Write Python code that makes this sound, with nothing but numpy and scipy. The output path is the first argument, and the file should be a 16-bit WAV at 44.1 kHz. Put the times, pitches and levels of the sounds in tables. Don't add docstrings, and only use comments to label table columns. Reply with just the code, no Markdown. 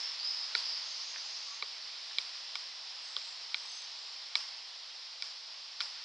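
import sys
import numpy as np
from scipy import signal
from scipy.io import wavfile
from scipy.ndimage import uniform_filter1d

SR = 44100
rng = np.random.default_rng(int(sys.argv[2]) if len(sys.argv) > 2 else 0)


def gain_from_decibels(decibels):
    exponent = np.asarray(decibels, float) / 20
    return 10 ** exponent


def generate_wav(sig):
    pcm = np.round(np.clip(np.atleast_2d(sig).T, -1, 1) * 32767).astype(np.int16)
    wavfile.write(sys.argv[1], SR, pcm)


N = 266496


def evened(x):
    return x / np.sqrt(np.mean(x ** 2) + 1e-20)


def read(points, hz):
    f, value = np.transpose(points)
    return np.interp(np.log(hz + 1), np.log(f + 1), value)


def add(mix, s, sound):
    part = mix[..., round(s * SR):][..., :sound.shape[-1]]
    part += sound[..., :part.shape[-1]]


def resonate(x, hz, width):
    turn = np.exp(2j * np.pi * np.cumsum(hz * np.ones(len(x))) / SR)
    r = np.exp(-np.pi * width / SR)
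    smooth = signal.lfilter([(1 - r) ** 2], [1, -2 * r, r * r], x / turn + 1e-18)
    return 2 * (turn * smooth).real


LEAN = 0.062


def ports(mid, side):
    return np.array([(1 - LEAN) * mid + side, (1 + LEAN) * mid - side])


# (frequency [Hz], level [dB])
PORT_DIFFERENCE = [(100, -14), (400, -9.5), (1000, -11), (1700, -11), (2600, -11), (4000, -15.5),
                   (5200, -16.5), (6000, -11), (6800, -7.5), (7800, 3.5), (9500, 1), (11000, -3.5)]


def spread(hz, db=0):
    return gain_from_decibels(read(PORT_DIFFERENCE, hz) + db)


# (frequency [Hz], level per Hz [dB])
HISS_COLOUR = [(40, -46), (75, -46), (232, -34.5), (481, -21), (637, -16.5), (949, -11), (1630, -14.5),
               (1790, -11.5), (2320, -10.5), (4300, -2.5), (4950, 1), (5390, -1.5), (6060, -15.5),
               (7400, -25.5), (10900, -49.5), (14200, -76.5), (22000, -120)]


def noise(field_db, frames, size):
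    hz = np.fft.rfftfreq(size, 1 / SR)[:, None]
    t = np.arange(frames) * (size // 4) / SR
    a, b, c, d = rng.standard_normal((frames, len(hz), 4)).T
    spectra = ports(a + 1j * b, spread(hz) * (c + 1j * d))
    spectra = spectra * gain_from_decibels(read(HISS_COLOUR, hz) + field_db(hz, t))
    return signal.istft(spectra, nperseg=size, noverlap=size * 3 // 4)[1]


# (time [s], level [dB])
HISS_LOUDNESS = [(0.0, -47), (0.6, -46), (1.55, -49), (2.27, -48.5), (2.82, -49.5), (3.5, -49), (4.8, -51),
                 (5.7, -51.5), (6.04, -50)]


def hiss(patchy_db=0.58, gust_db=3.5):
    s, level_db = np.transpose(HISS_LOUDNESS)
    frames = N // 256 + 5
    patches = uniform_filter1d(rng.standard_normal((frames, 513)), size=14, axis=0)
    patches = evened(uniform_filter1d(patches, size=12, axis=1)).T

    def field_db(hz, t):
        return (patchy_db + gust_db / (1 + (hz / 130) ** 2)) * patches

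    x = noise(field_db, frames, size=1024)
    return evened(x[:, :N]) * gain_from_decibels(np.interp(np.arange(N) / SR, s, level_db) + 4.5)


# (start [s], length [s], level [dB], top pitch [Hz], share of wide noise [0-1])
BUZZ_NOTES = [
    (-0.08, 0.27, -42.5, 5300, 0.04),
    (0.192, 0.28, -36.5, 5140, 0.15),
    (0.547, 0.12, -38, 4810, 0.25),
    (0.607, 0.23, -38.5, 5180, .5),
    (0.817, 0.062, -47, 5130, 0.7),
    (0.9, 0.21, -43.5, 5270, 0.7),
    (1.052, 0.4, -49, 5200, 0.7),
    (1.271, 0.18, -52, 5200, 0.5),
]


def buzz():
    ends_db = -10
    sag, sag_end = 0.13, 0.15
    t = np.arange(N) / SR
    start, length, top_db, top_hz, husky = np.transpose(BUZZ_NOTES)
    note = np.clip(np.searchsorted(start, t) - 1, 0, None)
    phase = (t - start[note]) / length[note]
    drop = 1 - np.sin(np.pi * np.clip(phase, 0, 1) ** 0.78)
    fade = np.exp(-np.maximum(phase - 1, 0) * length[note] / 0.045)
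    level = gain_from_decibels(top_db[note] + ends_db * drop) * fade
    hz = top_hz[note] * (1 - sag * drop * np.interp(phase, [.4, .6], [1, sag_end]))
    wide = np.clip(husky[note], 0, 1)

    def voice():
        narrow_part = evened(resonate(rng.standard_normal(N), hz, 210))
        wide_part = evened(resonate(rng.standard_normal(N), 0.932 * hz, 700))
        return np.sqrt(1 - wide) * narrow_part + np.sqrt(wide) * wide_part

    return ports(voice(), gain_from_decibels(-31.0) * voice()) * uniform_filter1d(level, size=200)


# (frequency [Hz], level [dB])
ECHO_COLOUR = [(300, -11.5), (1000, 1), (1700, 0), (2500, -3.5), (4100, -3.5), (5200, 4.5), (6000, 0),
               (7500, 6.5), (11000, 14)]
# (frequency [Hz], time [s])
ECHO_T60 = [(500, 0.51), (2000, 0.98), (5000, 0.62), (9000, 0.47)]


def echo(level_db, grain_db=1.2):
    lumps = evened(uniform_filter1d(rng.standard_normal(320), size=3))

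    def field_db(hz, t):
        fall_db = 60 * t / np.maximum(read(ECHO_T60, hz), .03)
        return read(ECHO_COLOUR, hz) - fall_db + grain_db * lumps

    x = noise(field_db, 320, size=256)
    t = np.arange(x.shape[1]) / SR
    arrival = 1 - np.exp(-(t / 0.007) ** 3)
    return gain_from_decibels(level_db) * x / np.sqrt(np.mean(x[:, :3000] ** 2)) * arrival


def earlier_echo():
    out = np.zeros((2, N))
    add(out, 0, echo(-39.5)[:, round(0.044 * SR):])
    return out


# (time [s], peak level [dB], pitch [Hz], width [Hz])
CHIP_TICKS = [(.5501, -29, 4400, 1100), (1.1432, -40, 2300, 1500), (1.1600, -36, 1650, 700),
              (1.1602, -36, 2450, 700), (1.1826, -37, 2300, 1500), (1.1826, -39, 3600, 700),
              (1.68, -40, 3840, 800), (1.742, -45, 2300, 500), (2.11, -45, 1720, 350),
              (3.213, -42, 4050, 350), (3.213, -44, 3300, 400), (3.213, -47, 2300, 300),
              (3.2465, -41, 4050, 350), (5.8032, -32, 4600, 1100), (5.8032, -38, 1600, 900),
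              (5.815, -37, 2400, 600), (5.8195, -32, 5150, 500), (5.824, -36, 5000, 600)]


def chips():
    out = np.zeros(N)
    t = np.arange(900) / SR
    for s, peak_db, hz, width in CHIP_TICKS:
        rattle = 0.1 * rng.standard_normal(len(t)) * np.exp(-t / 0.0058)
        tick = resonate((t == 0) + rattle, hz, width)
        add(out, s, gain_from_decibels(peak_db) * tick / abs(tick).max())
    return ports(out, 0 * out)


def splintering():
    t = np.arange(1500) / SR
    snaps = rng.random(1500) < .04
    return rng.standard_normal(1500) * snaps * np.exp(-t / 0.0022)


def ring(modes, cracks, peak_db, stop_s):
    t = np.arange(len(cracks)) / SR
    body = np.zeros(len(t))
    for k, (hz, width, db) in enumerate(modes):
        swell = 1 - np.exp(-(t * np.clip(hz, 1300, 4000) / 2.4) ** 2)
        tone = np.sin(2 * np.pi * hz * t) * np.exp(-np.pi * width * t)
        body += (-1) ** k * gain_from_decibels(db) * tone * swell
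    body = body * np.exp(-(t / stop_s) ** 4)
    x = body + .18 * np.convolve(cracks, body)[:len(t)]
    return gain_from_decibels(peak_db + 1.0) * x / abs(x).max()


# (time [s], main ring peak [dB], then shell, bill and splinter modes relative to it [dB])
BLOWS = [
    (0.551, -23, -3.5, -21, 0),
    (1.6245, -28.5, -0.5, -19, -22),
    (2.1845, -23, -4, -2, -6),
    (2.5546, -37.5, 4, 6, 8),
    (3.1653, -29.5, -22, 3.5, -4),
    (3.544, -26.5, 1.5, -0.5, -8),
    (4.3543, -20.5, -4.5, -6, -2.5),
    (5.223, -34.5, -1, -5, 8),
    (5.805, -31, -4, 0.5, 3.5),
    (5.81, -30.5, -13, -2, 3),
]
# (level of each relative to the main ring [dB], four columns)
CAVITY_LEVELS = [(-17.5, -39, -7.5, -5), (-18.5, -7.5, -19, -38), (-37, -23.5, -31, -31),
                 (-8.5, -6, -5, -18), (-34, -11.5, -15, -28), (-20, -19, -15.5, -22),
                 (-22, -16.5, -23.5, -16), (-19, -36, -13, -14), (-31, -12, -4, -12), (-33, -18, -13, -19)]
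# (thud [dB], bill tip [dB], echo [dB], all relative to the main ring,
# upper splinter mode over the lower [dB])
BLOW_EXTRAS = [(-26, -27, -18, 0), (-19, -27, -24, 6), (-34, -20, -23.5, 5), (-28, -9.5, -11, 17),
               (-23, -20, -20.5, -5), (-45, -31, -22, 9), (-38, -19, -19, 0), (-30, -13.5, -11.5, 11),
               (-42, -18, -12.5, 8), (-45, -24, -15.5, -2)]
# (pitch [Hz], width [Hz], level [dB])
LOG_MODES = [
    [(4005, 180, 0)],
    [(2285, 100, 0)],
    [(3160, 200, 0), (3400, 200, -2)],
    [(4610, 200, 0), (5200, 250, -1)],
    [(7310, 280, 0), (8390, 280, -8)],
]
PUSH = [1, 1, 1, -1, 1]
# (pitch [Hz], width [Hz])
CAVITIES = [
    (890, 120),
    (1160, 32),
    (1435, 25),
    (1860, 240),
]
# (pitch [Hz], width [Hz], level relative to the main ring [dB])
SPLIT = [(3680, 330, -5), (4950, 500, -10)]


def woodpecker():
    mid, side, echoes = np.zeros(N), np.zeros(N), np.zeros((2, N))
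    for blow, cavity_db, extras in zip(BLOWS, CAVITY_LEVELS, BLOW_EXTRAS):
        s, peak_db, shell_db, bill_db, splinter_db = blow
        thud_db, tip_db, echo_db, sharp_db = extras
        cracks = splintering()
        low, (upper_hz, upper_width, upper_db) = LOG_MODES[3]
        splinters = [low, (upper_hz, upper_width, upper_db + sharp_db)]
        groups = [*LOG_MODES[:3], splinters, LOG_MODES[4]]
        group_db = [0, shell_db, bill_db, splinter_db, tip_db]
        log = [sign * ring(modes, cracks, peak_db + db, 0.0074)
               for modes, sign, db in zip(groups, PUSH, group_db)]
        knock = sum(log)
        for k, ((hz, width), db) in enumerate(zip(CAVITIES, cavity_db)):
            knock = knock + (-1) ** k * ring([(hz, width, 0)], cracks, peak_db + db, .0072)
        for hz, width, db in SPLIT:
            split = ring([(hz, width, 0)], cracks, peak_db + db, .0045)
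            knock = knock + np.roll(split, -round(.00005 * SR))
        thud = ring([(422, 45, 0), (556, 48, -2)], 0 * cracks, peak_db + thud_db - 1.0, 0.022)
        add(mid, s + .003, thud)
        add(mid, s - .0003, knock)
        add(side, s + .00006, gain_from_decibels(-19.5) * sum(log) + gain_from_decibels(-15) * log[4])
        add(echoes, s, echo(peak_db + echo_db))
    return ports(mid, side) + echoes


# (width [Hz], glide [Hz per s], trill depth [0-1],
# calls as (start [s], length [s], first pitch [Hz], level [dB]))
FAR_CALLS = [
    (190, 400, .3, [(.8, .18, 6430, -55.5), (1.02, 0.15, 6500, -54.5), (1.22, .09, 7130, -63), (3.01, 0.16, 6250, -62)]),
    (110, -2000, .2, [(1.16, 0.054, 5880, -53.5), (1.35, .05, 5680, -51)]),
    (100, 60, .95, [(3.53, .47, 6240, -59), (3.66, .27, 6200, -56.5), (3.71, .12, 7880, -66), (3.55, .36, 7900, -66.5), (1.2, .3, 6590, -66)]),
    (25, -450, .2, [(1.44, 0.15, 1170, -58.5), (1.45, 0.11, 1390, -62)]),
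    (350, -100, .2, [(3.23, .15, 7150, -68), (.56, 0.07, 6400, -64), (2.98, 0.2, 7880, -67), (3.21, 0.15, 7880, -67), (5.9, .14, 1480, -63.5)]),
    (800, 148, .2, [(.7, .65, 5900, -54), (1.1, 0.47, 6000, -55), (1.4, 0.25, 6250, -55.5), (2.98, 0.49, 7300, -67), (3.9, 0.3, 7250, -69.5)]),
]


def far_birds(trill_hz=49):
    out = np.zeros((2, N))
    for width, glide, trill, calls in FAR_CALLS:
        for start, length, first_hz, db in calls:
            t = np.arange(round(length * SR)) / SR
            hz = first_hz + glide * t
            a, b = [evened(resonate(rng.standard_normal(len(t)), hz, width)) for _ in range(2)]
            throb = 1 + trill * np.sin(2 * np.pi * trill_hz * t)
            shape = signal.windows.tukey(len(t), .85) * throb
            add(out, start, gain_from_decibels(db) * ports(a, spread(first_hz, -4.0) * b) * shape)
    return out


def scene():
    animals = buzz() + earlier_echo() + chips() + woodpecker() + far_birds()
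    capsule = signal.butter(3, [260, 8600], "band", fs=SR, output="sos")
    return hiss() + signal.sosfilt(capsule, animals)


def roll_off(x):
    return signal.sosfilt(signal.butter(12, 11040, fs=SR, output="sos"), x)


def record(dry):
    band_limit = signal.ellip(8, .3, 45, 11090, fs=SR, output="sos")
    finished = signal.sosfilt(band_limit, dry)
    return roll_off(finished)


dry = scene()
out = record(dry)
generate_wav(out)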